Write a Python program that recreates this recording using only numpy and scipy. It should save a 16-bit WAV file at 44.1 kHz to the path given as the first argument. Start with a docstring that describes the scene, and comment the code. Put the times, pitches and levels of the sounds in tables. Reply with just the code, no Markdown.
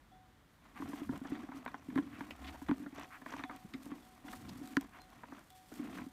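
"""A quiet paddock, heard from a hand-held camera over soft outdoor air.
Close by, the grip shifts: fingers thump, clack and rub the case, a sleeve brushes it,
and the moving camera rumbles. Grass crackles, crunches and snaps underfoot.
A distant livestock bell clanks now and then, a low hum swells twice, and a bird calls once."""
import sys
import numpy as np
from scipy import signal
from scipy.fft import rfft, irfft
from scipy.io import wavfile
from scipy.ndimage import uniform_filter1d

SR = 44100
rng = np.random.default_rng(int(sys.argv[2]) if len(sys.argv) > 2 else 0)


def waveform_to_disk(signal):
    """Save audio, clipped to [-1, 1], as 16-bit WAV at the path in sys.argv[1]."""
    frames = np.transpose(np.atleast_2d(signal))
    scaled = np.clip(frames, -1, 1) * 32767
    samples = np.round(scaled).astype(np.int16)
    wavfile.write(sys.argv[1], SR, samples)


N = 269892
TIME = np.arange(N) / SR


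def amp(db):
    return 10 ** (np.asarray(db) / 20)


def unit_rms(x):
    return x / np.sqrt(np.mean(x ** 2) + 1e-20)


def unit_burst(x):
    """Scales the loudest 3 ms to rms 1."""
    return x / np.sqrt(uniform_filter1d(x ** 2, 132, mode="constant").max())


def add(mix, start_s, sound):
    part = mix[max(round(start_s * SR), 0):][:len(sound)]
    part += sound[:len(part)]


def colour(x, spectrum):
    """Filters by (f/Hz, level/dB) points; rms 1."""
    hz, db = np.transpose(spectrum)
    bin_hz = np.fft.rfftfreq(len(x), 1 / SR)
    gain = amp(np.interp(np.log(bin_hz + 1), np.log(hz + 1), db))
    return unit_rms(irfft(rfft(x) * gain, len(x)))


def resonate(x, hz, width_hz):
    return signal.lfilter(*signal.iirpeak(hz, hz / width_hz, fs=SR), x)


def drift(cutoff_hz):
    """Low-passed noise, rms 1."""
    passband = np.fft.rfftfreq(N, 1 / SR) < cutoff_hz
    return unit_rms(irfft(rfft(rng.standard_normal(N)) * passband, N))


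def slips(per_s, spread_db):
    """Random impulses, a few of them large; rms 1."""
    size = amp(spread_db * np.minimum(rng.exponential(1, N), 3))
    return unit_rms(size * rng.choice([-1, 1], N) * (rng.random(N) < per_s / SR))


def swell(length_s):
    """Half-sine envelope."""
    return np.sin(np.pi * np.arange(0, length_s, 1 / SR) / length_s)


def strokes(table, db_column=2):
    """Gain curve of power-summed swells; rows begin (mid t/s, length/s)."""
    power = np.zeros(N)
    for row in table:
        mid_s, length_s = row[:2]
        add(power, mid_s - length_s / 2, (amp(row[db_column]) * swell(length_s)) ** 2)
    return np.sqrt(power)


# Air spectrum: f/Hz, level/dB
AIR_SPECTRUM = [(15, -48), (28, -18.5), (44, 1.5), (66, -3), (289, -8.5), (427, -17.5), (1040, -16),
                (1900, -19), (2700, -27), (3400, -24.5), (4800, -31.5), (9000, -35), (15500, -37.5)]

def air(level_db=-65, waver_db=0.36):
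    """Soft, nearly steady outdoor air."""
    noise = colour(rng.standard_normal(N), AIR_SPECTRUM)
    return amp(level_db + waver_db * drift(cutoff_hz=8.1)) * noise


# Bell modes: f/Hz, level/dB, t60/s
BELL_MODES = [(746, -1, 0.68), (753, -2.5, 0.21), (1920, -24, 0.45), (3440, -13, 0.29)]
# Clapper strikes: t/s, level/dB
BELL_STRIKES = [(.116, -59.5), (1.29, -58), (2.44, -55), (2.99, -57.5), (3.45, -53.5), (4.02, -59),
                (4.26, -55), (4.63, -56.5), (4.98, -60.5), (5.50, -57), (5.98, -61.5)]

def bell(rise_s=0.0018):
    """A clapper strikes a distant sheet-metal bell."""
    out, t = np.zeros(N), np.arange(SR) / SR
    for start_s, db in BELL_STRIKES:
        ring = sum(amp(mode_db - 60 * t / t60_s) * np.sin(2 * np.pi * (hz * t + rng.random()))
                   for hz, mode_db, t60_s in BELL_MODES)
        add(out, start_s, amp(db) * ring * (1 - np.exp(-t / rise_s)))
    return out


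def valley(x, wet_db=-9, t60_s=1.0):
    """Slopes and trees scatter far sounds into a thin tail."""
    t = np.arange(SR) / SR
    tail = rng.standard_normal(SR) * amp(-60 * t / t60_s)
    return x + amp(wet_db) * signal.fftconvolve(x, tail / np.linalg.norm(tail))[:N]


# Grass spectrum: f/Hz, level/dB
GRASS_SPECTRUM = [(1500, 4), (3500, 3), (6000, 0.5), (9300, 1), (10400, -4), (11400, 0.5), (15500, -4.5)]
# Steady rustle: t/s, level/dB
RUSTLE_CURVE = [(.5, -78.5), (.73, -81), (.8, -70.5), (1.8, -76), (2.3, -71), (4.1, -71), (4.6, -67),
                (4.95, -74.5), (6.12, -69)]
# Crushed tufts: mid t/s, length/s, level/dB
TUFT_CRUNCHES = [(.824, 0.065, -65.5), (.947, 0.23, -64.5), (1.13, 0.2, -70), (1.301, 0.029, -67.5),
                 (1.568, 0.069, -67), (1.98, 0.067, -64.5), (2.2, .08, -75), (2.49, 0.24, -67.5),
                 (2.624, 0.073, -63), (2.953, 0.035, -66), (3.136, 0.14, -68.5), (3.34, .22, -66.5),
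                 (4.34, 0.19, -60), (4.7, 0.2, -64), (5.57, 0.056, -64), (5.75, 0.18, -64),
                 (5.95, 0.33, -68)]
# Snapping stalks: t/s, relative level/dB
STALK_SNAPS = [(1.176, -54.5), (1.6513, -56), (1.956, -57), (2.035, -68), (2.212, -60), (2.3054, -55.5),
               (2.7813, -59), (2.9966, -53.5), (3.5617, -54), (3.737, -63), (3.8322, -56), (3.856, -54),
               (4.317, -52), (4.492, -56), (4.674, -51), (4.7203, -67), (4.768, -46.5), (4.81, -47.5),
               (4.893, -64), (5.017, -55.5), (5.102, -61.5), (5.392, -60), (5.503, -55.5), (5.7395, -53)]

def grass(shifting_db=1.3, flicker_db=2.1, snap_gain_db=-1.5, snap_s=0.00092):
    """Blades crackle under shifting feet, tufts crunch, single stalks snap."""
    rustle_db = np.interp(TIME, *np.transpose(RUSTLE_CURVE), left=-120)
    rustle = amp(rustle_db + shifting_db * drift(cutoff_hz=12))
    weight = np.hypot(rustle, strokes(TUFT_CRUNCHES))
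    crackle = colour(slips(per_s=3500, spread_db=3.0), GRASS_SPECTRUM)
    out = weight * crackle * amp(flicker_db * drift(cutoff_hz=50))
    t = np.arange(SR // 50) / SR
    for start_s, db in STALK_SNAPS:
        crack = colour(rng.standard_normal(len(t)), GRASS_SPECTRUM) * t * np.exp(-t / snap_s)
        add(out, start_s, amp(db + snap_gain_db) * unit_burst(crack))
    return out


# Upper case modes: f/Hz, level/dB, t60/s
CASE_MODES = [(663, 4, 0.01), (900, 3, 0.018), (1070, 2.5, 0.022), (1390, 4.5, 0.01), (1800, 9, 0.0058),
              (2400, 4, 0.0065), (3240, 5.5, 0.0056), (4540, -1, 0.01), (5900, 7, 0.0038)]

def grit():
    """Tiny slips under the fingers, each ringing one case mode."""
    out, t = np.zeros(N), np.arange(SR // 40) / SR
    for hz, db, t60_s in CASE_MODES:
        ring = amp(db - 60 * t / t60_s) * np.sin(2 * np.pi * hz * t) / np.sqrt(hz)
        out += signal.oaconvolve(slips(per_s=90, spread_db=4.0), ring)[:N]
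    return unit_rms(out)


# Scrape spectrum: f/Hz, level/dB
SCRAPE_SPECTRUM = [(240, -62), (400, -1), (495, -16), (669, 6), (758, 9.5), (870, -9), (1040, 7),
                   (1760, -3.5), (1890, 1.5), (3450, -10.5), (4910, -21), (8000, -22), (10400, -52),
                   (17600, -120)]
# Grip slides: mid t/s, length/s, relative scrape level/dB, relative drone level/dB
GRIP_SLIDES = [(.68, 0.17, -67.5, -68), (.87, 0.28, -58.5, -48.5), (1.0, 0.13, -56.5, -51.5),
               (1.15, 0.11, -58, -44), (1.36, 0.32, -56, -48.5), (1.57, .15, -57.5, -51.5),
               (1.70, 0.3, -64.5, -62), (1.99, 0.2, -61.5, -43), (2.19, 0.41, -60, -52),
               (2.48, 0.27, -56.5, -54.5), (2.71, 0.18, -60.5, -67), (2.82, 0.2, -86, -50),
               (3.0, 0.15, -52, -54.5), (3.35, 0.24, -54.5, -54.5), (3.55, 0.071, -57, -53),
               (3.77, 0.17, -87, -56.5), (3.93, 0.2, -65.5, -51.5), (4.29, 0.14, -60.5, -56),
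               (4.54, 0.59, -63, -54), (4.72, 0.11, -68, -53.5), (4.83, 0.092, -59, -51.5),
               (4.98, .1, -61.5, -64), (5.19, 0.23, -65.5, -74), (5.35, 0.17, -62, -58),
               (5.85, 0.27, -57.5, -45), (5.99, 0.15, -55.5, -47)]

def rubbing(scrape_db=-2.5, grit_db=-4, drone_db=-0.5, pressure_db=3,
            creep_from_s=0.76, creep_to_s=5.45, creep_scrape_db=-69.5, creep_drone_db=-67):
    """Cloth and skin stick and slip on the case: gritty scrape, droning low mode."""
    pressure = amp(pressure_db * drift(cutoff_hz=74))
    friction = colour(slips(per_s=6000, spread_db=1.0), SCRAPE_SPECTRUM)
    scrape = amp(scrape_db) * friction + amp(grit_db) * grit()
    drone = resonate(rng.standard_normal(N), hz=287.3, width_hz=65.5)
    drone = unit_rms(resonate(drone, hz=229, width_hz=67))
    # The grip creeps faintly between slides.
    creep = uniform_filter1d(1. * ((TIME > creep_from_s) & (TIME < creep_to_s)), size=2000)
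    scrape_gain = np.hypot(strokes(GRIP_SLIDES, db_column=2), amp(creep_scrape_db) * creep)
    drone_gain = np.hypot(strokes(GRIP_SLIDES, db_column=3), amp(creep_drone_db) * creep)
    return pressure * scrape_gain * scrape + amp(drone_db) * drone_gain * drone


# Rumble spectrum: f/Hz, level/dB
RUMBLE_SPECTRUM = [(20, -60), (40, -22), (65, -14), (90, -9), (140, -12.5), (200, -7.5), (400, -28.5),
                   (900, -55)]
# Camera sways: mid t/s, length/s, level/dB
CAMERA_SWAYS = [(.86, 0.087, -52), (1.12, 0.15, -49), (2.05, 0.7, -58.5), (3.655, 0.023, -49),
                (4.48, 0.31, -50.5), (5.99, 0.26, -56)]

def rumble(slide_gain_db=-11):
    """The moving camera rumbles: strongly on sways, a little on grip slides."""
    motion = np.hypot(strokes(CAMERA_SWAYS), amp(slide_gain_db) * strokes(GRIP_SLIDES))
    return motion * colour(rng.standard_normal(N), RUMBLE_SPECTRUM)


# Sleeve swipes: mid t/s, length/s, level/dB, centre f/Hz
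SLEEVE_SWIPES = [(0.774, 0.048, -52, 1320), (2.157, 0.086, -57, 1590), (2.449, 0.019, -53, 2150),
                 (2.482, 0.041, -51.5, 2430), (2.993, 0.043, -64, 1760), (3.039, 0.058, -61.5, 2120),
                 (3.142, 0.093, -52.5, 1300), (3.304, 0.039, -54, 1410), (3.392, 0.045, -54.5, 1910),
                 (4.494, 0.023, -54, 3550), (4.959, 0.091, -57.5, 1390), (5.86, .07, -65, 2010),
                 (5.953, 0.042, -58.5, 2400)]

def sleeve(width_oct=0.6, floor_db=-30, catch_db=2.5):
    """The weave brushes past and catches: fluttering hiss, each swipe in its own band."""
    out, grid_hz = np.zeros(N), np.geomspace(200, 16000, 25)
    for mid_s, length_s, db, centre_hz in SLEEVE_SWIPES:
        envelope = swell(length_s)
        band = np.exp(-.5 * (np.log2(grid_hz / centre_hz) / width_oct) ** 2) + amp(floor_db)
        hiss = colour(rng.laplace(size=len(envelope)), np.c_[grid_hz, 20 * np.log10(band)])
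        add(out, mid_s - length_s / 2, amp(db) * envelope * hiss)
    return out * unit_rms(amp(catch_db * drift(cutoff_hz=290)))


# Low case modes: f/Hz, level/dB, t60/s
THUMP_MODES = [(273.7, 0.5, 0.062), (205.6, -12.5, 0.046)]
# Finger knocks: t/s, thump level/dB, clack level/dB, clack centre f/Hz
FINGER_KNOCKS = [(0.799, -30, -53.5, 990), (.821, -29.5, -43, 1020), (.891, -32.5, -67, 1000),
                 (.933, -31, -43.5, 1060), (1.015, -26.5, -56, 1000), (1.092, -21, -45, 1000),
                 (1.122, -30.5, -52, 800), (1.134, -42, -47, 745), (1.213, -29.5, -58, 800),
                 (1.25, -30, -47.5, 965), (1.318, -21.5, -55, 1400), (1.353, -49, -51, 2030),
                 (1.433, -31, -56, 1400), (1.488, -33.5, -49, 740), (1.519, -44, -46, 1000),
                 (1.544, -33.5, -72, 1000), (1.662, -38, -37, 970), (1.678, -47, -42.5, 1400),
                 (1.743, -38.5, -38, 1070), (1.884, -28, -71, 1400), (1.902, -59, -53.5, 1420),
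                 (1.958, -17, -43, 1430), (1.977, -27, -35.5, 1130), (1.984, -18.5, -40.5, 1200),
                 (2.208, -30, -40, 1260), (2.309, -41, -42.5, 1690), (2.544, -40, -49, 780),
                 (2.617, -33, -50, 800), (2.686, -30, -40, 1100), (2.692, -16.5, -42, 1360),
                 (2.712, -16, -35, 1030), (2.797, -31.5, -66, 1370), (2.817, -35, -60, 1400),
                 (2.836, -48, -58.5, 1600), (2.863, -33.5, -47.5, 940), (2.925, -37, -60, 1390),
                 (2.985, -42, -53, 1800), (3.218, -41.5, -50, 1020), (3.262, -38, -40.5, 980),
                 (3.324, -59, -45.5, 1600), (3.338, -33.5, -39.5, 1070), (3.394, -34, -43.5, 1500),
                 (3.438, -31.5, -37.5, 1470), (3.497, -38.5, -42, 1010), (3.511, -45, -44.5, 990),
                 (3.738, -32.5, -47, 2270), (3.746, -30, -59, 1000), (3.861, -33, -54.5, 900),
                 (3.916, -29, -48, 1230), (4.246, -39.5, -62, 1000), (4.284, -44.5, -49.5, 2020),
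                 (4.333, -46, -45, 920), (4.612, -32, -73, 1000), (4.638, -35, -76, 1000),
                 (4.769, -15, -25.5, 1810), (5.235, -45, -46, 830), (5.322, -35, -48, 850),
                 (5.382, -46, -54.5, 1060), (5.719, -37.5, -50, 820), (5.794, -28.5, -55, 1000),
                 (5.985, -31.5, -45, 1300), (6.063, -32.5, -66, 1000)]

def thumps(lag_s=0.002, rise_s=0.0034, push_db=2.0, push_s=0.00034, grip_detune=0.051):
    """A fingertip pushes the case, which swings briefly in its lowest modes."""
    out, t = np.zeros(N), np.arange(SR // 6) / SR
    push = amp(push_db) * (1 - t / push_s) * np.exp(1 - t / push_s)
    attack = 1 - np.exp(-t / rise_s)
    for contact_s, db, _, _ in FINGER_KNOCKS:
        tuning = 1 + grip_detune * rng.uniform(-1.19, 1)
        ring = sum(np.sin(2 * np.pi * hz * tuning * t) * amp(mode_db - 60 * t / t60_s)
                   for hz, mode_db, t60_s in THUMP_MODES)
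        add(out, contact_s + lag_s, -amp(db) * (ring + push) * attack)
    return out


def clacks(width_oct=0.83, grip_detune=0.15, graze_s=0.0023,
           chatter=0.088, chatter_s=0.009, chatter_slope=0.89, ordinary_db=-45):
    """Surfaces graze, meet and chatter; each clack rings the case modes around its own centre pitch."""
    out, t = np.zeros(N), np.arange(SR // 20) / SR
    mode_hz, mode_db, t60_s = np.array(CASE_MODES).T[:, :, None]
    polarity = (-1) ** np.arange(len(mode_hz))[:, None]
    since_contact_s = t - t[len(t) // 10]
    envelope = np.exp(-abs(since_contact_s) / np.where(since_contact_s < 0, graze_s, chatter_s))
    for contact_s, _, db, centre_hz in FINGER_KNOCKS:
        hz = mode_hz * np.exp(grip_detune * rng.uniform(-1, 1, mode_hz.shape))
        weight = polarity * np.exp(-.5 * (np.log2(hz / centre_hz) / width_oct) ** 2)
        ring = (weight * amp(mode_db - 60 * t / t60_s) * np.sin(2 * np.pi * hz * t)).sum(0)
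        looseness = chatter * amp(chatter_slope * (ordinary_db - db))  # firm blows chatter less
        force = (since_contact_s == 0) + looseness * rng.standard_normal(len(t)) * envelope
        clack = unit_burst(signal.fftconvolve(force, ring))
        add(out, contact_s + since_contact_s[0], amp(db) * clack)
    return out


# Hum swells: mid t/s, length/s, level/dB
HUM_SWELLS = [(1.2, .5, -68), (2.52, .62, -57)]

def hum(hz=69, width_hz=16):
    """A narrow, wavering low hum."""
    band = resonate(rng.standard_normal(N), hz, width_hz)
    return strokes(HUM_SWELLS) * unit_rms(resonate(band, hz, width_hz))


def bird(start_s=5.002, level_db=-61, hz=4150, length_s=0.044, fade_db_per_s=160):
    """One short, fading whistle at constant pitch."""
    out, t = np.zeros(N), np.arange(0, length_s, 1 / SR)
    envelope = amp(level_db - fade_db_per_s * t) * signal.windows.tukey(len(t), .15)
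    add(out, start_s, envelope * np.sin(2 * np.pi * hz * t))
    return out


def scene():
    """Air, grass and handling close by, a low hum, bell and bird far off; mono."""
    near = air() + grass() + rubbing() + rumble() + sleeve() + thumps() + clacks()
    return (near + hum() + valley(bell() + bird()))[None]


def record(dry, cutoff_hz=15580):
    """Steep low-pass."""
    lowpass = signal.firwin(511, cutoff_hz, window=("kaiser", 9), fs=SR)
    return signal.oaconvolve(dry, lowpass[None], "same")


dry = scene()
out = record(dry)
waveform_to_disk(out)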